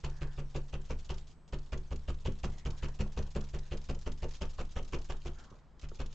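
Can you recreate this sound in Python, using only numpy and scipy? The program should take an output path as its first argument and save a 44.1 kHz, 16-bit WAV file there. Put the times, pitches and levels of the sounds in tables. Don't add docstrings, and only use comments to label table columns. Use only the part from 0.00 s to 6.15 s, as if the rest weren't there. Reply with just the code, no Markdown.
import sys
import numpy as np
from scipy import signal
from scipy.fft import rfft, irfft, next_fast_len
from scipy.io import wavfile
from scipy.ndimage import uniform_filter1d

SR = 44100
rng = np.random.default_rng(int(sys.argv[2]) if len(sys.argv) > 2 else 0)


def wrap_up_sound(samples):
    columns = np.atleast_2d(samples).T
    tamed = np.clip(columns, -1, 1)
    steps = np.round(tamed * 32767).astype(np.int16)
    wavfile.write(sys.argv[1], SR, steps)


N = 271126
TIME_S = np.arange(N) / SR


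def gain_of(db):
    return 10 ** (np.asarray(db) / 20)


def curve_at(points, hz):
    pitches, values = np.transpose(points)
    return np.interp(np.log(hz + 1), np.log(pitches + 1), values)


def evened(x):
    return x / np.sqrt(np.mean(x ** 2) + 1e-20)


def add(mix, start_s, sound):
    part = mix[..., max(round(start_s * SR), 0):][..., :sound.shape[-1]]
    part += sound[..., :part.shape[-1]]


def split(x, hz):
    low = signal.sosfiltfilt(signal.butter(2, hz, fs=SR, output="sos"), x)
    return low, x - low


def stroke(length_s, rise_s, tail_s):
    t = np.arange(round((length_s + rise_s + 6 * tail_s) * SR)) / SR
    swell = np.clip(t / rise_s, 0, 1) ** 2
    return swell * np.exp(-t / 0.081 - np.maximum(t - rise_s - length_s, 0) / tail_s)


def ringing(notes):
    def note(pitch_hz, level_db, ring_s, signed_gain=1):
        t = np.arange(SR) / SR
        return signed_gain * gain_of(level_db - 60 * t / ring_s) * np.sin(2 * np.pi * pitch_hz * t)
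    return sum(note(*row) for row in notes)


# pitch_hz, likeness
STEREO_LIKENESS = [(120, 0.74), (300, 0.94), (700, 0.95), (1600, 0.72), (2800, 0.83), (5500, 0.69),
                   (8000, 1)]

def grit(colour, grain_db, patchy_db, grain_s=0.001):
    size = next_fast_len(N)
    hz = np.fft.rfftfreq(size, 1 / SR)
    grain = np.interp(np.arange(N), np.arange(N) * grain_s * SR, rng.standard_normal(N))
    shared, apart = rfft(gain_of(grain_db * grain) * rng.standard_normal((2, N)), size)
    likeness = np.clip(curve_at(STEREO_LIKENESS, hz), 0, 1)
    shared *= np.sqrt((1 + likeness) / 2)
    apart *= np.sqrt((1 - likeness) / 2)
    left_right = np.array([shared + apart, shared - apart])
    noise = irfft(gain_of(curve_at(colour, hz)) * left_right, size)[:, :N]
    slices = signal.stft(noise, nperseg=256)[2]
    patches = uniform_filter1d(rng.standard_normal(slices.shape[1:]), size=4, axis=0)
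    patches = uniform_filter1d(patches, size=6, axis=1)
    slices *= gain_of(patchy_db * evened(patches))
    return evened(signal.istft(slices, nperseg=256)[1][:, :N])


# pitch_hz, level_db
ROOM_COLOUR = [(20, 4), (54, -0.5), (110, -11), (149, -3.5), (261, -16.5), (370, -18.5), (684, -22.5),
               (1030, -23), (1710, -30.5), (2500, -35.5), (7460, -45), (8690, -75.5)]

def room_tone():
    tone_db = np.interp(TIME_S, [5.1, 5.6], [-90, -101])
    tone = gain_of(tone_db) * np.sqrt(2) * np.sin(2 * np.pi * 8000 * TIME_S)
    return gain_of(-57) * grit(ROOM_COLOUR, grain_db=0, patchy_db=1) + tone


def wall_echo(sound, ring_s=0.22):
    t = np.arange(SR // 2) / SR
    low, high = split(rng.standard_normal((2, len(t))), hz=460)
    tail = (low[0] + high) * gain_of(-60 * t / ring_s) * (t > 0.004)
    return signal.fftconvolve(sound, tail / np.linalg.norm(tail[0]), axes=1)[:, :N]


# start_s, level_db, length_s, pitch_hz
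SKIN_SCUFFS = [(0.072, -68.5, 0.31, 1690), (2.5, -72.5, 0.16, 2100), (2.73, -70.5, 0.21, 1750),
               (3.585, -73.5, 0.22, 1760), (5.344, -64.5, 0.097, 1520), (5.46, -66.5, 0.073, 1200)]

def skin_scuffs():
    out = np.zeros((2, N))
    noise = grit([(100, 0.026), (9000, 0.0062)], grain_db=0.8, patchy_db=0, grain_s=0.0019)
    for s, db, length_s, hz in SKIN_SCUFFS:
        shape = signal.windows.tukey(round((length_s + 0.024) * SR), 0.5)
        band = signal.butter(2, [hz * 0.866, hz * 1.08], "bandpass", fs=SR, output="sos")
        rub = signal.sosfilt(band, noise[:, round(s * SR):][:, :len(shape)])
        add(out, s, gain_of(db) * shape * evened(rub))
    return out


# time_s, knock_db, ring_db, creak_db, low_db, middle_db, high_db
TOOL_SPOTS = [(0.051, -2.5, 6, 2.5, -5.5, 2.5, -0.4), (0.501, -7, 7, 0.5, -2.5, 2.5, 0.55),
              (0.9, 2, 1, -4, -3.5, 2.5, 0.57), (1.501, -2, 2.5, -8, 0, 4, 1.5),
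              (2.05, 6.5, 0, -5.5, 3.5, 4.5, 1.3), (2.5, 4, 5, 6, -1.5, -0.5, -2.3),
              (2.95, 2, 4.5, 1.5, 2, 6.5, -2.8), (3.401, 0.5, 3, 0, -1.5, -2, 0.76),
              (4.099, 0.5, 1, -4, 0.5, 1.5, 1.5), (4.7, -4, -2, -2.5, -2.5, -4.5, 0.68),
              (5.201, -2.5, 0, 5, -9.5, 7, 2), (6, -0.5, -1, -7, 0.5, 3, -0.83)]

def spot_gain(part, time_s):
    times, *levels = np.transpose(TOOL_SPOTS)
    column = ["knock", "ring", "creak", "low", "middle", "high"].index(part)
    return gain_of(np.interp(time_s, times, levels[column]))


# pitch_hz, level_db
CREAK_COLOUR = [(250, 6), (400, 2), (1000, -0.5), (1900, -10.5), (2300, -32.5)]
SLIDE_START_S, SLIDE_LENGTH_S = 5.28, 0.41

def felt_creak():
    loudness = np.zeros(N)
    for s, force_db, *_ in NEEDLE_STABS:
        add(loudness, s + 0.014, gain_of(force_db + 6) * spot_gain("creak", s) * stroke(0.034, 0.017, 0.11))
    add(loudness, SLIDE_START_S, gain_of(-0.5) * np.hanning(round(SLIDE_LENGTH_S * SR)))
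    return gain_of(-63.5) * loudness * grit(CREAK_COLOUR, grain_db=3.5, patchy_db=3, grain_s=0.006)


# pitch_hz, level_db
WOOL_COLOUR = [(1000, -9), (2000, -9), (3200, -5), (5000, -6.5), (7000, -8.5), (7600, -15.5), (8600, -32)]

def wool_crackle():
    loudness = np.zeros(N)
    for s, *_ in NEEDLE_STABS:
        add(loudness, s + 0.014, np.hanning(round(0.2 * SR)))
    add(loudness, SLIDE_START_S, 0.47 * np.hanning(round(SLIDE_LENGTH_S * SR)))
    return gain_of(-69) * loudness * grit(WOOL_COLOUR, grain_db=4.5, patchy_db=4, grain_s=0.005)


# start_s, level_db, length_s
STRAY_CATCHES = [(0.986, -57, 0.015), (1.179, -54.5, 0.0064), (1.269, -61.5, 0.059), (1.659, -66, 0.013),
                 (2.319, -62, 0.0029), (2.516, -61.5, 0.024), (2.58, -55.5, 0.016), (3.243, -70, .004),
                 (3.264, -57.5, 0.004), (3.438, -57, 0.0061), (3.813, -59, 0.0054), (3.987, -55.5, 0.0031),
                 (4.289, -58, .004), (4.307, -55, 0.016), (4.335, -53, 0.032), (4.492, -57, 0.02),
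                 (4.845, -57, 0.0046), (5.014, -57.5, 0.0046), (5.236, -63, 0.0038), (5.36, -73, .003),
                 (5.384, -59, 0.019), (5.437, -60, 0.014), (5.5, -62, .005), (5.586, -67.5, .004),
                 (5.793, -60, 0.0052), (5.812, -57, 0.011), (6.072, -72, 0.0035), (6.126, -58, 0.004)]

def needle_rustles():
    # start_s, level_db, length_s, tail_s, bright_db
    brushes = [(s - 0.057, db, 0.014, 0.011, 8) for s, *_, db, _, _ in NEEDLE_STABS]
    pulls = [(s + delay_s, db, 0.0059, 0.0029, 5.5) for s, *_, delay_s, db in NEEDLE_STABS]
    catches = [(*row, 0.0065, 6) for row in STRAY_CATCHES]
    dull, bright = np.zeros((2, N))
    for s, db, length_s, tail_s, bright_db in brushes + pulls + catches:
        tilt_db = bright_db - rng.standard_normal()
        shape = stroke(length_s, 0.0022, tail_s)
        add(dull, s, gain_of(db - tilt_db / 2) * shape)
        add(bright, s, gain_of(db + tilt_db / 2) * shape)
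    low, high = split(grit(WOOL_COLOUR, grain_db=3, patchy_db=0.73), hz=5200)
    return low * dull + gain_of(-3.5) * high * bright


# pitch_hz, level_db, ring_s, signed_gain (minus flips the wave)
SWAY_NOTES = [(17.33, -32, 0.52, -0.8), (36.36, -28.5, 0.3, -1.3), (42.5, -22.5, 0.088, 1)]
KNOCK_NOTE = (68.5, -40, 0.5, 2.5)
RING_NOTES = [(140.95, -34, 0.46, 1.725), (157.4, -41, 0.21, -2.1)]

def table_thumps():
    def push(peak_s, width_s):
        t = np.arange(3000) / SR
        return np.exp(-((t - peak_s) / width_s) ** 2 / 2) / (width_s * SR * np.sqrt(2 * np.pi))
    out = np.zeros(N)
    sway, knock, ring = ringing(SWAY_NOTES), ringing([KNOCK_NOTE]), ringing(RING_NOTES)
    for s, force_db, *_ in NEEDLE_STABS:
        late, firm = rng.standard_normal(2)
        landing = push(0.01335, 0.0017)
        letting_go = (1.88 + 0.037 * firm) * push(0.0397 + 0.0012 * late, 0.0048)
        table = sway + spot_gain("knock", s) * knock + spot_gain("ring", s) * ring
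        blow_db = -3 + 0.35 * force_db
        add(out, s - 0.02, gain_of(blow_db) * signal.fftconvolve(landing - letting_go, table))
    return out


# pitch_hz, level_db, ring_s
TOP_NOTES = [(101, -3.5, 0.15), (207.9, -2.5, 0.24), (262.6, -6, 0.19), (373.6, -9.5, 0.23),
             (402.2, -4, 0.087), (455, -5.5, 0.11), (502, -1.5, 0.065), (556, -4.5, 0.039),
             (900, -13.5, 0.11), (1126, -11, 0.065)]
# start_s, force_db
FINGER_TAPS = [(5.409, -17), (5.514, -11.5), (5.914, -7.5)]

def table_top_thuds():
    pressure, jolts = np.zeros((2, N))
    jolt = signal.windows.hann(round(0.00072 * SR) + 3)
    for s, force_db, _, length_s, *_ in NEEDLE_STABS:
        add(jolts, s - 0.0015, gain_of(29.5 + force_db) * jolt / jolt.sum())
        add(pressure, s - 0.008, gain_of(force_db - 1.5) * stroke(length_s - 0.006, 0.012, 0.028))
    for s, force_db in FINGER_TAPS:
        add(pressure, s, gain_of(force_db) * stroke(0.0023, 0.00093, 0.0044))
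    grind_colour = [(80, 4.5), (2000, -6.5), (3000, -18.5)]  # pitch_hz, level_db
    grind = pressure * grit(grind_colour, grain_db=3.5, patchy_db=4.8, grain_s=0.0044)
    centred = 0.34 * (grind + grind[::-1])
    groups = [("low", centred, TOP_NOTES[:3]), ("middle", grind, TOP_NOTES[3:5]),
              ("high", grind, TOP_NOTES[5:])]
    out = np.zeros((2, N))
    for part, rub, notes in groups:
        shake = (rub + jolts) * spot_gain(part, TIME_S)
        out += signal.fftconvolve(shake, ringing(notes)[None], axes=1)[:, :N]
    return gain_of(-77) * out


# pitch_hz, level_db
CRUNCH_COLOUR = [(280, -7.5), (420, -4), (700, -7.5), (1200, -8.5), (1960, -14.5), (2840, -11), (3840, -19),
                 (7270, -23), (8690, -48)]
# start_s, force_db, crunch_db, crunch_length_s, brush_db, pull_delay_s, pull_db
NEEDLE_STABS = [(0.045, 2, -43, 0.018, -63.5, 0.049, -57), (0.22, 0, -46, 0.018, -62.5, .05, -61),
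                (0.385, -3, -47, 0.022, -64, 0.056, -74), (0.554, -0.5, -43, 0.024, -63.5, 0.056, -76),
                (0.738, -0.5, -39.5, 0.0057, -60.5, 0.075, -64), (0.906, 1.5, -44, 0.02, -60.5, 0.042, -71),
                (1.102, 1, -44, 0.019, -57.5, 0.038, -53.5), (1.534, 0.8, -44.5, 0.015, -64, 0.051, -56),
                (1.731, 2, -39, 0.0067, -82, 0.043, -54), (1.916, -2.5, -48, 0.018, -85, 0.04, -53),
                (2.088, -0.5, -44.5, 0.021, -82, 0.054, -59), (2.26, 2, -42.5, 0.02, -64, 0.058, -63),
                (2.442, 3, -40.5, 0.017, -61, 0.055, -60), (2.661, 0.3, -43, 0.014, -76, 0.042, -50),
                (2.832, -0.5, -43.5, 0.027, -57, 0.05, -54.5), (3.001, 4, -42, 0.019, -59.5, 0.071, -60.5),
                (3.176, 3.5, -43, 0.019, -59, 0.047, -54.5), (3.36, 4.5, -42, 0.014, -59, 0.047, -52.5),
                (3.543, 0.5, -45.5, 0.023, -57.5, 0.043, -51.5), (3.72, 0.5, -45, 0.023, -62, 0.05, -50),
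                (3.896, 3, -43, 0.019, -57.5, 0.049, -52.5), (4.069, 1, -41.5, 0.01, -58, 0.048, -49),
                (4.231, 1, -44.5, 0.017, -62, 0.05, -59), (4.419, 5, -40.5, 0.014, -78, 0.032, -57),
                (4.591, -1.5, -44, 0.028, -60.5, 0.058, -58.5),
                (4.766, 0.5, -44.5, 0.027, -58.5, 0.059, -56.5), (4.933, 3.5, -41, 0.02, -58, 0.052, -57),
                (5.1, -2, -44, 0.026, -56, 0.066, -60.5), (5.259, -4.5, -44.5, 0.028, -78, .077, -75),
                (5.838, -11, -54, 0.022, -79, 0.048, -54), (6.001, 0.3, -43.5, 0.019, -58, 0.058, -54)]

def needle_crunch():
    dull, bright = np.zeros((2, N))
    for s, force_db, crunch_db, length_s, *_ in NEEDLE_STABS:
        dull_db = crunch_db + 0.08 * force_db
        add(dull, s - 0.011, gain_of(dull_db) * stroke(length_s - 0.006, 0.0087, 0.021))
        add(bright, s - 0.009, gain_of(crunch_db) * stroke(length_s - 0.005, 0.0097, 0.0088))
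        add(bright, s - 0.015, gain_of(crunch_db - 6) * stroke(0.0028, 0.0065, 0.00081))
    low, high = split(grit(CRUNCH_COLOUR, grain_db=4, patchy_db=2), hz=2200)
    return low * dull + high * bright


def scene():
    crunch, thuds = needle_crunch(), table_top_thuds()
    wool = crunch + needle_rustles() + wool_crackle() + felt_creak() + skin_scuffs()
    echo = wall_echo(gain_of(-8.5) * wool + gain_of(-14.5) * thuds)
    return wool + thuds + echo + table_thumps() + room_tone()


def record(dry):
    low, high = split(dry, hz=2500)
    stereo = low + high * gain_of([[-0.7], [0.7]])
    treble_cut = signal.firwin(1023, cutoff=8800, window=("kaiser", 10), fs=SR)
    return signal.oaconvolve(stereo, treble_cut[None], "same")


dry = scene()
out = record(dry)
wrap_up_sound(out)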